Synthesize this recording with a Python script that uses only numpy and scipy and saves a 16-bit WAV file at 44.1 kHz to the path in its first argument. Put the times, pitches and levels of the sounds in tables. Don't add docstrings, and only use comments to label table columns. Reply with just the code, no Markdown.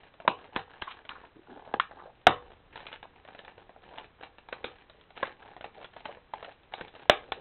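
import sys
import numpy as np
from scipy import signal
from scipy.fft import rfft, irfft
from scipy.io import wavfile
from scipy.ndimage import uniform_filter1d

SR = 44100
rng = np.random.default_rng(int(sys.argv[2]) if len(sys.argv) > 2 else 0)


def bounce(signal):
    frames = np.transpose(np.atleast_2d(signal))
    limited = np.clip(frames, -1, 1)
    pcm = np.round(limited * 32767).astype(np.int16)
    wavfile.write(sys.argv[1], SR, pcm)


N = 326369

# (time [s], jolt [dB], thump [dB], panel pitch [Hz], panel [dB], rib pitch [Hz], rib [dB],
#  crease pitch [Hz], crease [dB], part sent into the room [dB])
SNAPS = [(0.2772, -64, -25, 972, -21, 1025, -27.5, 2520, -29.5, -2.5),
         (0.561, -49, -27, 500, -47, 1036, -34, 3430, -35.5, -3.5),
         (0.82, -46.5, -41, 865, -42.5, 1625, -41, 3120, -40, 1),
         (1.0913, -63, -56, 900, -52, 1070, -48, 2460, -42, -0.5),
         (1.7389, -60.5, -31, 813, -27.5, 1650, -39.5, 2850, -45, -4),
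         (1.7976, -54, -48, 960, -52, 1074, -25.5, 3316, -33, -4.5),
         (2.268, -30.5, -25, 732, -11.5, 1455, -19, 2853, -20.5, -1),
         (4.5259, -63, -52.5, 513, -38.5, 1507, -42, 2380, -44, -0.5),
         (4.6423, -50, -58, 499, -37, 1453, -46.5, 2280, -38.5, 2.5),
         (5.2284, -51, -36.5, 542, -32, 1070, -32, 2100, -41.5, -1),
         (5.6424, -57, -52, 830, -40, 1120, -51, 2560, -48, -0.5),
         (6.0543, -64, -76, 876, -41.5, 1526, -46.5, 3250, -47, 0),
         (6.3357, -59.5, -51, 873, -34, 1075, -50.5, 2050, -50.5, -2.5),
         (6.7368, -60, -63, 807, -38.5, 1145, -50, 2260, -41.5, 0.5),
         (6.8096, -53.5, -35, 464, -40.5, 1560, -46, 2150, -47.5, -0.5),
         (7.0962, -34.5, -30, 605, -15.5, 1689, -23.5, 3560, -19.5, -1),
         (7.3199, -51.5, -53, 794, -32.5, 1070, -39.5, 3440, -35, -4.5)]
# (low edge [Hz], high edge [Hz], base fade time [s], base share of the main mode [0-1], gain [dB])
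PITCH_RANGES = [(177, 450, .0022, 0.2, -2.5), (450, 1000, 0.0032, .75, 2), (1000, 1900, 0.0029, 0.5, 5.5),
                (2000, 3900, 0.0019, 0.3, 2.5)]
# (time [s], base level [dB], brightness [dB])
TICKS = [(0.033, -59, -0.5), (0.139, -60, -1), (0.201, -45.5, -10), (0.25, -43, -26), (0.388, -57, -2),
         (0.442, -55.5, -2), (0.57, -38, -10), (0.816, -48.5, 2.5), (1.051, -53.5, 0), (1.238, -52.5, -24),
         (1.573, -49, -21), (1.675, -46.5, -23), (1.911, -50, -16), (2.056, -47.5, -35),
         (2.517, -55.5, -5.5), (2.757, -42.5, -3), (2.803, -52, -3), (2.867, -43.5, 9.5), (2.928, -43, 4.5),
         (3.028, -46, -5), (3.249, -53, -6.5), (3.286, -48.5, -10), (3.348, -50, -5.5), (3.39, -47.5, 1),
         (3.448, -51.5, 0), (3.479, -47, -7), (3.579, -52.5, -7), (3.693, -51.5, -14.5), (3.761, -52, -20),
         (3.983, -44, 2.5), (4.21, -53.5, -7), (4.233, -45, -1.5), (4.383, -52.5, -3), (4.486, -47, -8.5),
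         (4.897, -55, 2.5), (5.104, -55, -4), (5.175, -46, 0), (5.565, -47, -13), (5.609, -46.5, -3.5),
         (5.844, -45.5, -2), (5.964, -46.5, -11), (5.995, -61, 7), (6.057, -42, -4.5), (6.17, -51, -16.5),
         (6.426, -44, -8.5), (6.522, -59.5, 15), (6.794, -48.5, -14)]
# (start [s], length [s], base rub [dB], base flex [dB], base crinkle [dB], bent sheet's resonance [Hz])
MOVES = [(0.0, 0.092, -60, -61.5, -55.5, 830), (0.371, 0.13, -55.5, -56, -57.5, 920),
         (0.533, 0.093, -49, -44.5, -47, 950), (0.672, 0.35, -60, -56, -56, 1000),
         (1.076, .2, -57.5, -58.5, -56, 1130), (1.473, 0.3, -56.5, -53.5, -63, 787),
         (1.899, 0.17, -55, -52, -73, 870), (2.399, 0.14, -57, -58, -64.5, 800),
         (2.724, 0.25, -56, -54, -49, 977), (3.136, 0.069, -62.5, -60.5, -58.5, 830),
         (3.264, 0.27, -60, -58.5, -56.5, 780), (3.568, 0.069, -57.5, -57.5, -59.5, 665),
         (3.819, 0.24, -55.5, -57.5, -54.5, 820), (4.192, 0.087, -60, -53, -54, 870),
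         (4.513, 0.24, -58, -59, -56.5, 570), (4.752, 0.089, -63.5, -63, -55, 682),
         (4.9, 0.16, -62.5, -77, -62.5, 596), (5.159, .17, -51.5, -52.5, -48, 635),
         (5.396, .15, -56.5, -53, -55, 780), (5.632, 0.056, -49.5, -55, -50.5, 780),
         (5.737, 0.12, -56, -54.5, -53, 620), (5.937, 0.086, -58, -54, -49.5, 685),
         (6.046, 0.11, -55, -51.5, -49, 720), (6.341, 0.19, -59.5, -54.5, -51.5, 757),
         (6.717, 0.17, -54, -53, -52.5, 680), (6.937, .13, -54.5, -54.5, -51.5, 631),
         (7.15, 0.3, -53.5, -59.5, -61, 750)]
# (frequency [Hz], relative level [dB])
RUB_COLOUR = [(60, -15.5), (130, -7.5), (300, -3.5), (460, 2.5), (600, 1), (1000, -20.5)]
FLEX_COLOUR = [(350, -21.5), (520, -11.5), (800, 6), (1000, -2), (1250, -8), (1650, -2), (2200, -24)]
CRINKLE_COLOUR = [(1100, -28), (1750, 6), (2400, 5), (3000, 0.5), (3700, -6.5), (4300, 1)]
# (start [s], length [s], resonance [Hz], level [dB])
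SKIDS = [(0.868, 0.063, 1120, -44), (0.878, 0.052, 2600, -49), (1.1, 0.029, 1210, -45),
         (1.147, 0.035, 1250, -51), (1.351, 0.052, 320, -55), (1.474, 0.11, 322, -54),
         (1.751, 0.023, 450, -48.5), (1.978, 0.046, 1160, -53), (2.072, 0.04, 597, -53.5),
         (3.037, 0.024, 800, -52), (3.91, 0.055, 730, -53), (3.971, 0.046, 869, -46.5),
         (5.235, 0.042, 2080, -49), (5.763, 0.074, 595, -53), (6.082, 0.04, 660, -45),
         (6.47, 0.025, 598, -48), (7.355, 0.05, 478, -52)]
# (pitch [Hz], gain [dB], time to fade by 60 dB [s])
SHELL_MODES = [(489, -66.5, 0.47), (592, -63, 0.072), (718, -59, 0.072), (787, -62, .2)]
# (frequency [Hz], gain [dB], time to fade by 60 dB [s])
ROOM_ECHO = [(100, -12, .22), (290, -8, 0.15), (700, -13.5, 0.22), (1500, -10, 0.22), (2600, -7, 0.22),
             (4000, -8, 0.12)]
# (frequency [Hz], relative level [dB])
HISS_COLOUR = [(20, -2.5), (100, -3.5), (200, -6.5), (500, -7), (1000, -9.5), (2000, -14), (3800, -18.5),
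               (5000, -33.5)]


def snaps(thump_hz=320, jolt_hz=72, jolt_fade_s=.0045, size=4000):
    near, jolts, thrown = np.zeros((3, N))
    t = np.arange(size) / SR
    jolt = unit_energy(np.sin(2 * np.pi * jolt_hz * t) * np.exp(-t / jolt_fade_s)) * np.sqrt(.01 * SR)
    for s, jolt_db, *modes, room_db in SNAPS:
        pitches, levels = [thump_hz] + modes[1::2], modes[::2]
        add(near, s, buckle(pitches, levels, slowness=0.96, focus=0.91))
        add(jolts, s, from_db(jolt_db) * jolt)
        add(thrown, s, from_db(room_db) * buckle(pitches, levels, slowness=0.33, focus=.55))
    bass_cut = signal.butter(4, 170, "high", fs=SR, output="sos")
    return signal.sosfilt(bass_cut, near) + jolts, thrown


def buckle(pitches, levels_db, slowness, focus, size=1400):
    t, out = np.arange(size) / SR, np.zeros(size)
    for hz, db, (low, high, fade, share, gain_db) in zip(pitches, levels_db, PITCH_RANGES):
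        envelope = np.sqrt(t) * np.exp(-t / (fade * slowness))
        main = unit_energy(envelope * np.sin(2 * np.pi * hz * t))
        crowd = envelope * band(rng.standard_normal(2 * size), low, high)[size:]
        crowd = unit_energy(crowd - main * np.dot(crowd, main))
        share = np.clip(share * focus, 0, 1)
        out += from_db(db + gain_db) * (np.sqrt(share) * main + np.sqrt(1 - share) * crowd)
    return out * np.sqrt(.01 * SR)


def ringing_panels(ring_db=-14, ring_s=.25, twin_gap_hz=45, twin_db=-5.5, size=16000):
    out, t = np.zeros(N), np.arange(size) / SR
    for s, _, _, panel_hz, panel_db, *_, room_db in SNAPS:
        tone = np.sin(2 * np.pi * panel_hz * t)
        twin = from_db(twin_db) * np.sin(2 * np.pi * (panel_hz + twin_gap_hz) * t)
        envelope = from_db(panel_db + room_db + ring_db - 60 * t / ring_s)
        add(out, s, envelope * (tone + twin))
    return out


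def settling(relative_db=-17, fade_s=0.034):
    kicks = [(s, crease_db + room_db + relative_db) for s, *_, crease_db, room_db in SNAPS]
    rattle = band(slips(per_s=600, spread_db=2.5, clump_db=4.0, hiss=.1), 1100, 3900)
    return fading_kicks(kicks, fade_s) * steady(rms_one(rattle))


def ticks(creases, first_db=0.5, follower_db=-9.5, mean_gap_s=.007, followers=2):
    out = np.zeros(N)
    for s, db, bright_db in creases:
        bass_db = db - 10 * np.log10(1 + from_db(bright_db) ** 2)
        levels = bass_db + np.array([-10, -1, -6 + bright_db / 2, -2 + bright_db])
        delays = np.append(0, np.cumsum(mean_gap_s * (.5 + rng.random(followers))))
        weaker_db = follower_db - 2 * np.arange(followers) + 2 * rng.standard_normal(followers)
        for delay, strength_db in zip(delays, np.append(first_db, weaker_db)):
            pitches = [rng.uniform(low, high) for low, high, *_ in PITCH_RANGES]
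            add(out, s + delay, buckle(pitches, levels + strength_db, slowness=0.81, focus=1.0))
    return out


def faint_creases(crinkle_gain, per_s=6, count=120):
    times = np.cumsum(rng.exponential(1, count)) / per_s
    chance = rng.standard_normal((count, 2)).clip(-2, 2)
    return [(s, 20 * np.log10(crinkle_gain[int(s * SR)]) - 0.5 + 3 * loud, -2.5 + 6 * bright)
            for s, (loud, bright) in zip(times, chance) if s < N / SR]


def handling(rub_gain, flex_gain, crinkle_gain):
    skin = slips(per_s=160, spread_db=3.0, clump_db=4.5, hiss=0.17)
    sheet = slips(per_s=400, spread_db=4.5, clump_db=3.0, hiss=0.083)
    rub = rub_gain * from_db(-2) * steady(coloured(skin + sheet, RUB_COLOUR))
    flex = flex_gain * from_db(-0.5) * steady(strained(coloured(sheet, FLEX_COLOUR)))
    crinkle = crinkle_gain * from_db(-0.5) * steady(coloured(sheet, CRINKLE_COLOUR))
    return rub + flex + crinkle


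def effort(grip_s=0.022, release_s=.035, holding_db=(-69, -72, -69.5)):
    t = np.arange(N) / SR
    gains = np.outer(from_db(holding_db), np.ones(N))
    for s, length_s, *levels_db, _ in MOVES:
        rise, fall = (t - s) / grip_s, (s + length_s - t) / release_s
        envelope = np.clip(np.minimum(rise, fall) + .5, 0, 1)
        gains = np.maximum(gains, np.outer(from_db(levels_db), envelope))
    return gains


def strained(x, lift_db=7, width_octaves=0.41):
    starts, lengths, *_, hz = np.transpose(MOVES)
    grip_changes = np.sort(np.append(starts, starts + lengths))
    resonance_hz = np.interp(np.arange(N) / SR, grip_changes, np.repeat(hz, 2))
    edges, out = np.geomspace(400, 1800, 9), x
    for low, high in zip(edges, edges[1:]):
        octaves_away = np.log2(resonance_hz / np.sqrt(low * high))
        nearness = np.exp(-.5 * (octaves_away / width_octaves) ** 2)
        out = out + (from_db(lift_db) - 1) * nearness * band(x, low, high, order=1)
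    return out


def skids(half_width_octaves=0.36):
    out, ratio = np.zeros(N), 2 ** half_width_octaves
    friction = slips(per_s=1600, spread_db=3.5, clump_db=3.4, hiss=0.19)
    for s, length_s, hz, db in SKIDS:
        start, size = round(s * SR), round(length_s * SR)
        tone = band(friction[start:start + size], hz / ratio, hz * ratio, order=2)
        add(out, s, from_db(db) * rms_one(tone * signal.windows.tukey(len(tone), .5)))
    return out


def slips(per_s, spread_db, clump_db, hiss, spots=14, size=150):
    slipping = rng.random(N) < per_s / SR
    strengths = slipping * from_db(spread_db * np.minimum(rng.exponential(1, N), 3))
    which_spot = rng.integers(0, spots, N)
    clicks, fade = np.zeros(N), np.exp(-4 * np.arange(size) / size)
    for spot in range(spots):
        click = unit_energy(fade * rng.standard_normal(size))
        clicks += signal.oaconvolve(strengths * (which_spot == spot), click)[:N]
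    return (rms_one(clicks) + hiss * rng.standard_normal(N)) * from_db(clump_db * drift(99))


def shell(x):
    out = np.zeros(N)
    for hz, db, ring_s in SHELL_MODES:
        decay, turn = from_db(-60 / (ring_s * SR)), 2 * np.pi * hz / SR
        feedback = [1, -2 * decay * np.cos(turn), decay * decay]
        out += from_db(db) * signal.lfilter([0, np.sin(turn)], feedback, x + 1e-18)
    return out


def room(x, first_echo_s=0.0017, evenness_hz=70, size=22050):
    t, echo = np.arange(size) / SR, np.zeros(size)
    hz, gain_db, fade_s = np.transpose(ROOM_ECHO)
    edges = np.geomspace(70, 5000, 11)
    onset = np.clip(t / first_echo_s - 1, 0, 1)
    for low, high in zip(edges, edges[1:]):
        band_fade_s = np.interp(np.log(low * high) / 2, np.log(hz), fade_s)
        echo += band(rng.standard_normal(size) * onset * from_db(-60 * t / band_fade_s), low, high, 2)
    spectrum, bin_hz = rfft(echo), np.arange(size // 2 + 1) * SR / size
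    power = uniform_filter1d(np.abs(spectrum) ** 2, int(evenness_hz * size / SR))
    even = spectrum / np.sqrt(power + power.max() / 1e4)
    colour = from_db(np.interp(np.log(bin_hz + 1), np.log(hz), gain_db))
    window = (t > first_echo_s / 2) * (t < t[-1] * .9)
    return signal.fftconvolve(x, irfft(even * colour) * window)[:N]


def rumble(level_db=-70.5, shudder_db=-29, fade_s=.6):
    shudder = fading_kicks([(s, jolt_db + shudder_db) for s, jolt_db, *_ in SNAPS], fade_s)
    low_noise = rms_one(band(rng.standard_normal(N), 20, 110, order=2))
    return np.hypot(from_db(level_db), shudder) * low_noise


def background(level_db=-64):
    return from_db(level_db) * coloured(rng.standard_normal(N), HISS_COLOUR)


def from_db(db):
    return 10 ** (np.asarray(db) / 20)


def rms_one(x):
    return x / np.sqrt(np.mean(x ** 2) + 1e-20)


def unit_energy(x):
    return x / np.sqrt(np.sum(x ** 2) + 1e-20)


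def steady(x, span_s=.04):
    return x / np.sqrt(np.abs(uniform_filter1d(x ** 2, int(span_s * SR))) + 1e-9)


def band(x, low_hz, high_hz, order=3):
    return signal.sosfilt(signal.butter(order, [low_hz, high_hz], "band", fs=SR, output="sos"), x)


def coloured(x, colour, size=4096):
    hz, db = np.transpose(colour)
    bin_hz = np.arange(size // 2 + 1) * SR / size
    gain = from_db(np.interp(np.log(bin_hz + 1), np.log(hz), db))
    cepstrum = irfft(np.log(gain))
    cepstrum[1:size // 2] *= 2
    cepstrum[size // 2 + 1:] = 0
    response = irfft(np.exp(rfft(cepstrum)))
    return rms_one(signal.fftconvolve(x, response)[:N])


def drift(rate_hz):
    width = int(SR / rate_hz)
    return rms_one(uniform_filter1d(uniform_filter1d(rng.standard_normal(N), width), width))


def fading_kicks(kicks, fade_s):
    pulses = np.zeros(N)
    for s, db in kicks:
        pulses[round(s * SR)] = from_db(db)
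    return signal.lfilter([1], [1, -np.exp(-1 / (fade_s * SR))], pulses + 1e-18)


def add(track, s, sound):
    at = round(s * SR)
    track[at:at + len(sound)] += sound[:max(N - at, 0)]


def scene():
    near, thrown = snaps()
    rub_gain, flex_gain, crinkle_gain = effort()
    small_noises = skids() + handling(rub_gain, flex_gain, crinkle_gain) + settling()
    small_noises += ticks(TICKS + faint_creases(crinkle_gain))
    hiss = background()
    spreading = thrown + small_noises
    pack = near + ringing_panels() + small_noises + shell(spreading)
    return (pack + room(spreading) + rumble() + hiss)[None]


def record(dry, band_top_hz=4010, ceiling=.7, hardness=14, cutoff_hz=16300):
    narrow = signal.sosfilt(signal.cheby1(11, .3, band_top_hz, fs=SR, output="sos"), dry)
    clipped = narrow / (1 + np.abs(narrow / ceiling) ** (2 * hardness)) ** (.5 / hardness)
    top_cut = signal.firwin(161, cutoff_hz, window=("kaiser", 8), fs=SR)
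    return np.convolve(clipped[0], top_cut, "same")[None]


dry = scene()
out = record(dry)
bounce(out)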